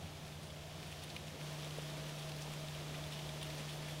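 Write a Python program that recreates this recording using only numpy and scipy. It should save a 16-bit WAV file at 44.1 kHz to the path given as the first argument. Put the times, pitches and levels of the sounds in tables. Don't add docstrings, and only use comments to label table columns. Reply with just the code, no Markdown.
import sys
import numpy as np
from scipy import signal
from scipy.fft import rfft, irfft, next_fast_len
from scipy.io import wavfile
from scipy.ndimage import uniform_filter1d, map_coordinates

SR = 44100
rng = np.random.default_rng(int(sys.argv[2]) if len(sys.argv) > 2 else 0)


def materialize(psi):
    bounded = np.clip(np.atleast_2d(psi).T, -1, 1)
    quanta = np.round(bounded * 32767).astype(np.int16)
    wavfile.write(sys.argv[1], SR, quanta)


N = 176400
TOP_HZ = 15780
STEP_S, STEP_RISE_S, BEFORE_STEP_DB = 1.403, .012, -3

# time_s, gain_db
ACTIVITY = [(0, -1), (.6, -1), (.8, .5), (1.05, 1), (1.3, 0.5), (1.5, 0), (2.2, -0.5), (2.55, -0.2),
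            (3.05, -.5), (3.2, -0.3), (3.7, 1), (4, 0)]
# freq_hz, relative_db
SCALE_SPECTRUM = [(300, -5), (1000, -6), (1900, -6), (2600, -4), (3450, -1), (4050, -5), (5800, -7),
                  (7800, -12.5), (8700, -13.5), (10300, -14.5), (13000, -19), (15500, -21.5)]
# pitch_hz, rate_per_s, level_db
TICKS = [(3120, 700, -61), (9200, 350, -69)]
SCALES_DB, SCALES_WAVER_DB = -52.5, 0.27
FLURRIES_PER_S, FLURRY_DECAY_S, FLURRY_FLOOR = 69, 0.011, 0.51


def slither():
    busy_db = np.interp(clock(), *np.transpose(ACTIVITY)) + SCALES_WAVER_DB * wobble(22.13)
    rub = amp(SCALES_DB) * friction(SCALE_SPECTRUM, grain_db=0.5)
    starts = (rng.random(N) < FLURRIES_PER_S / SR).astype(float)
    decay_pole = np.exp(-1 / (FLURRY_DECAY_S * SR))
    flurries = FLURRY_FLOOR + signal.lfilter([1], [1, -decay_pole], starts)
    ticks = np.zeros(N)
    for pitch_hz, rate_per_s, level_db in TICKS:
        rings = grains(pitch_hz, rate_per_s, log_spread=0.54, decay_cycles=1.9, size_db=2.0)
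        ticks += amp(level_db) * unit(flurries * rings)
    return amp(busy_db) * (rub + ticks)


# start_s, length_s, pitch_hz, rasp_db, fizz_db
SLIDES = [(0.419, 0.066, 4000, -59, -57), (1.018, 0.032, 3100, -49, -66), (1.093, .028, 4230, -51, -68),
          (1.873, .04, 3700, -55, -70), (2.174, 0.066, 3100, -52.5, -59), (2.405, .042, 5100, -53, -60),
          (3.121, .07, 3200, -51, -61), (3.41, 0.024, 3150, -50, -65), (3.573, .045, 3220, -52, -60),
          (3.682, 0.055, 3020, -53, -64), (3.723, .025, 3600, -55, -59)]


def slides():
    out, t = np.zeros(N), np.arange(SR // 8) / SR
    for start_s, length_s, pitch_hz, rasp_db, fizz_db in SLIDES:
        swell = np.interp(t / length_s, [0, .2, 1.2], [0, 1, 0])
        add(out, start_s, swell * litter(pitch_hz, rasp_db, fizz_db, grain_db=4.0))
    return out


# start_s, decay_s, pitch_hz, rasp_db, fizz_db
SNAPS = [(.431, .002, 4000, -57, -56), (.503, .003, 2900, -48, -59), (.829, 0.0025, 2920, -43, -62),
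         (0.878, .003, 3300, -59, -55), (.916, .003, 3400, -52, -52), (.925, .003, 3000, -47, -51),
         (1.037, 0.0018, 3400, -53, -43), (1.043, 0.0024, 3320, -50, -50), (1.143, .002, 3300, -56, -54),
         (1.1637, .003, 2800, -38, -47.5), (1.651, 0.0041, 2900, -48, -65), (1.708, 0.0009, 3000, -44, -61),
         (1.898, .001, 3800, -51, -63), (2.092, 0.0035, 3100, -46.5, -57), (2.293, 0.0027, 3200, -46, -55),
         (2.318, .002, 2900, -45, -63), (2.363, .003, 3800, -51, -70), (2.422, .003, 5000, -52, -62),
         (2.684, 0.0035, 3280, -47, -57), (2.749, 0.0038, 2800, -46, -56), (2.951, 0.0033, 2680, -52, -65),
         (3.039, .003, 3000, -46.5, -64), (3.122, .005, 3360, -44.5, -56), (3.292, .003, 3150, -45, -54),
         (3.428, 0.0038, 3100, -44.5, -47.5), (3.445, .002, 3300, -50, -59),
         (3.501, .003, 3350, -43.5, -66), (3.691, 0.0018, 3000, -49, -63)]
SNAP_ATTACK_S = .0005


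def stalk_snaps():
    out, t = np.zeros(N), np.arange(SR // 8) / SR
    for start_s, decay_s, pitch_hz, rasp_db, fizz_db in SNAPS:
        burst = (1 - np.exp(-t / SNAP_ATTACK_S)) * np.exp(-t / decay_s)
        add(out, start_s, burst / burst.max() * litter(pitch_hz, rasp_db, fizz_db, grain_db=1))
    return out


# pitch_ratio, relative_db
RASP_SPECTRUM = [(.3, -25), (.65, -11.5), (.85, -3), (1.05, 0), (1.3, -6.5), (1.9, -15), (3, -31)]
# freq_hz, relative_db
FIZZ_SPECTRUM = [(4000, -10), (7400, -14), (8600, 1.5), (10300, -2), (12500, -19), (14600, -11),
                 (16000, -5)]


def litter(pitch_hz, rasp_db, fizz_db, grain_db):
    spectrum = [(pitch_hz * ratio, db) for ratio, db in RASP_SPECTRUM]
    rasp = friction(spectrum, grain_db, size=SR // 8)
    fizz = friction(FIZZ_SPECTRUM, grain_db, size=SR // 8)
    return amp(rasp_db) * rasp + amp(fizz_db) * fizz


# pitch_hz, level_db, decay_s
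TWIG_MODES = [(2450, -31.5, .003), (2920, -35.5, 0.0027), (3450, -41, 0.0022)]
TWIG_S = 1.1636


def twig():
    t = np.maximum(clock() - TWIG_S, 0)
    ring = sum(amp(level_db) * np.exp(-t / decay_s) * np.sin(2 * np.pi * (pitch_hz * t + rng.random()))
               for pitch_hz, level_db, decay_s in TWIG_MODES)
    return ring * (1 - np.exp(-t / SNAP_ATTACK_S))


# peak_s, pitch_hz, half_width_s, level_db
CASE_PULSES = [(.042, 159, 0.013, -38.5), (0.051, 84, 0.018, -42), (1.7868, 496, 0.0014, -33)]


def case_bumps():
    out = np.zeros(N)
    for peak_s, pitch_hz, half_width_s, level_db in CASE_PULSES:
        t = clock() - peak_s
        out += amp(level_db) * np.exp(-(t / half_width_s) ** 2) * np.sin(2 * np.pi * pitch_hz * t)
    return out


# harmonic, before_step_db, after_step_db
MOTOR_TONES = [(3, -57, -67), (4, -63, -70), (5, -51.5, -48), (7, -65.5, -79), (10, -72, -68.5),
               (11, -85, -76), (40, -86, -77), (60, -72, -74)]
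# centre_hz, width_hz, before_step_db, after_step_db
MOTOR_BANDS = [(76, 13.6, -58.5, -62), (166, 12, -57.5, -70), (636, 15, -76, -61), (656, 110, -60, -66.5)]
MOTOR_HZ = 29.97


def motor():
    out = np.zeros(N)
    for harmonic, before_db, after_db in MOTOR_TONES:
        turns = round(harmonic) * MOTOR_HZ * clock() + rng.random()
        out += stepped(before_db, after_db) * np.sqrt(2) * np.sin(2 * np.pi * turns)
    for centre_hz, width_hz, before_db, after_db in MOTOR_BANDS:
        noise = rng.standard_normal(N)
        band = filtered(noise, lambda hz: 1 / (1 + ((hz - centre_hz) / width_hz * 1.5) ** 2))
        out += stepped(before_db, after_db) * unit(band)
    return out


# freq_hz, relative_db
AIR_SPECTRUM = [(20, -5), (45, -13), (65, 2.5), (130, -8.5), (190, 3), (260, 0), (350, 1), (440, 0),
                (520, 0.5), (730, -1), (850, -3), (1400, -10), (3000, -15.5), (12000, -46)]
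AIR_DB, AIR_WAVER_DB = -53, -0.73


def air():
    return amp(AIR_DB + AIR_WAVER_DB * wobble(13)) * coloured(rng.standard_normal(N), AIR_SPECTRUM)


# freq_hz, relative_db
HISS_SPECTRUM = [(30, 10), (100, -4.5), (300, 6.5), (600, 3), (1200, 5.5), (2200, -1), (4000, -29),
                 (7000, -1), (10000, 2.5), (15500, 5.5)]
HISS_DB = -69


def hiss():
    return amp(HISS_DB) * coloured(rng.standard_normal(N), HISS_SPECTRUM)


def friction(spectrum, grain_db, size=N):
    catches = unit(uniform_filter1d(rng.standard_normal(size), size=40))
    return coloured(rng.standard_normal(size) * amp(grain_db * catches), spectrum)


def grains(centre_hz, rate_per_s, log_spread, decay_cycles, size_db):
    count = int(rate_per_s * N / SR)
    onset, detune_a, detune_b, rarity = rng.random((count, 4)).T[:, :, None]
    age_samples = np.arange(160)
    pitch_hz = np.minimum(centre_hz * np.exp(log_spread * (detune_a + detune_b - 1)), TOP_HZ)
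    turns = pitch_hz * age_samples / SR
    size = amp(-size_db * np.log(np.maximum(rarity, .01)))
    rings = size * np.sin(2 * np.pi * turns) * np.exp(-turns / decay_cycles)
    positions = (onset * N).astype(int) + age_samples
    return unit(np.bincount(positions.ravel(), rings.ravel(), N)[:N])


def stepped(before_db, after_db):
    share = np.clip((clock() - STEP_S) / STEP_RISE_S + .5, 0, 1)
    return amp(before_db + share * (after_db - before_db))


def coloured(x, spectrum):
    freq_hz, relative_db = np.transpose(spectrum)
    return unit(filtered(x, lambda hz: amp(np.interp(np.log(hz + 1), np.log(freq_hz + 1), relative_db))))


def filtered(x, response):
    size = x.shape[-1]
    padded = next_fast_len(size + size // 8)
    return irfft(rfft(x, padded) * response(np.fft.rfftfreq(padded, 1 / SR)), padded)[..., :size]


def wobble(knots_per_s):
    knots = rng.standard_normal(int(N * knots_per_s / SR) + 4)
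    return map_coordinates(knots, [clock() * knots_per_s])


def add(out, start_s, x):
    part = out[max(round(start_s * SR), 0):][:len(x)]
    part += x[:len(part)]


def amp(db):
    return 10 ** (np.asarray(db) / 20)


def unit(x):
    return x / np.sqrt(np.mean(x ** 2) + 1e-20)


def clock():
    return np.arange(N) / SR


def scene():
    centre = slither() + slides() + stalk_snaps() + twig() + air() + motor() + case_bumps()
    side = hiss()
    return np.array([centre + side, centre - side])


def record(dry):
    return filtered(dry * stepped(BEFORE_STEP_DB, 0), lambda hz: hz < TOP_HZ)


dry = scene()
out = record(dry)
materialize(out)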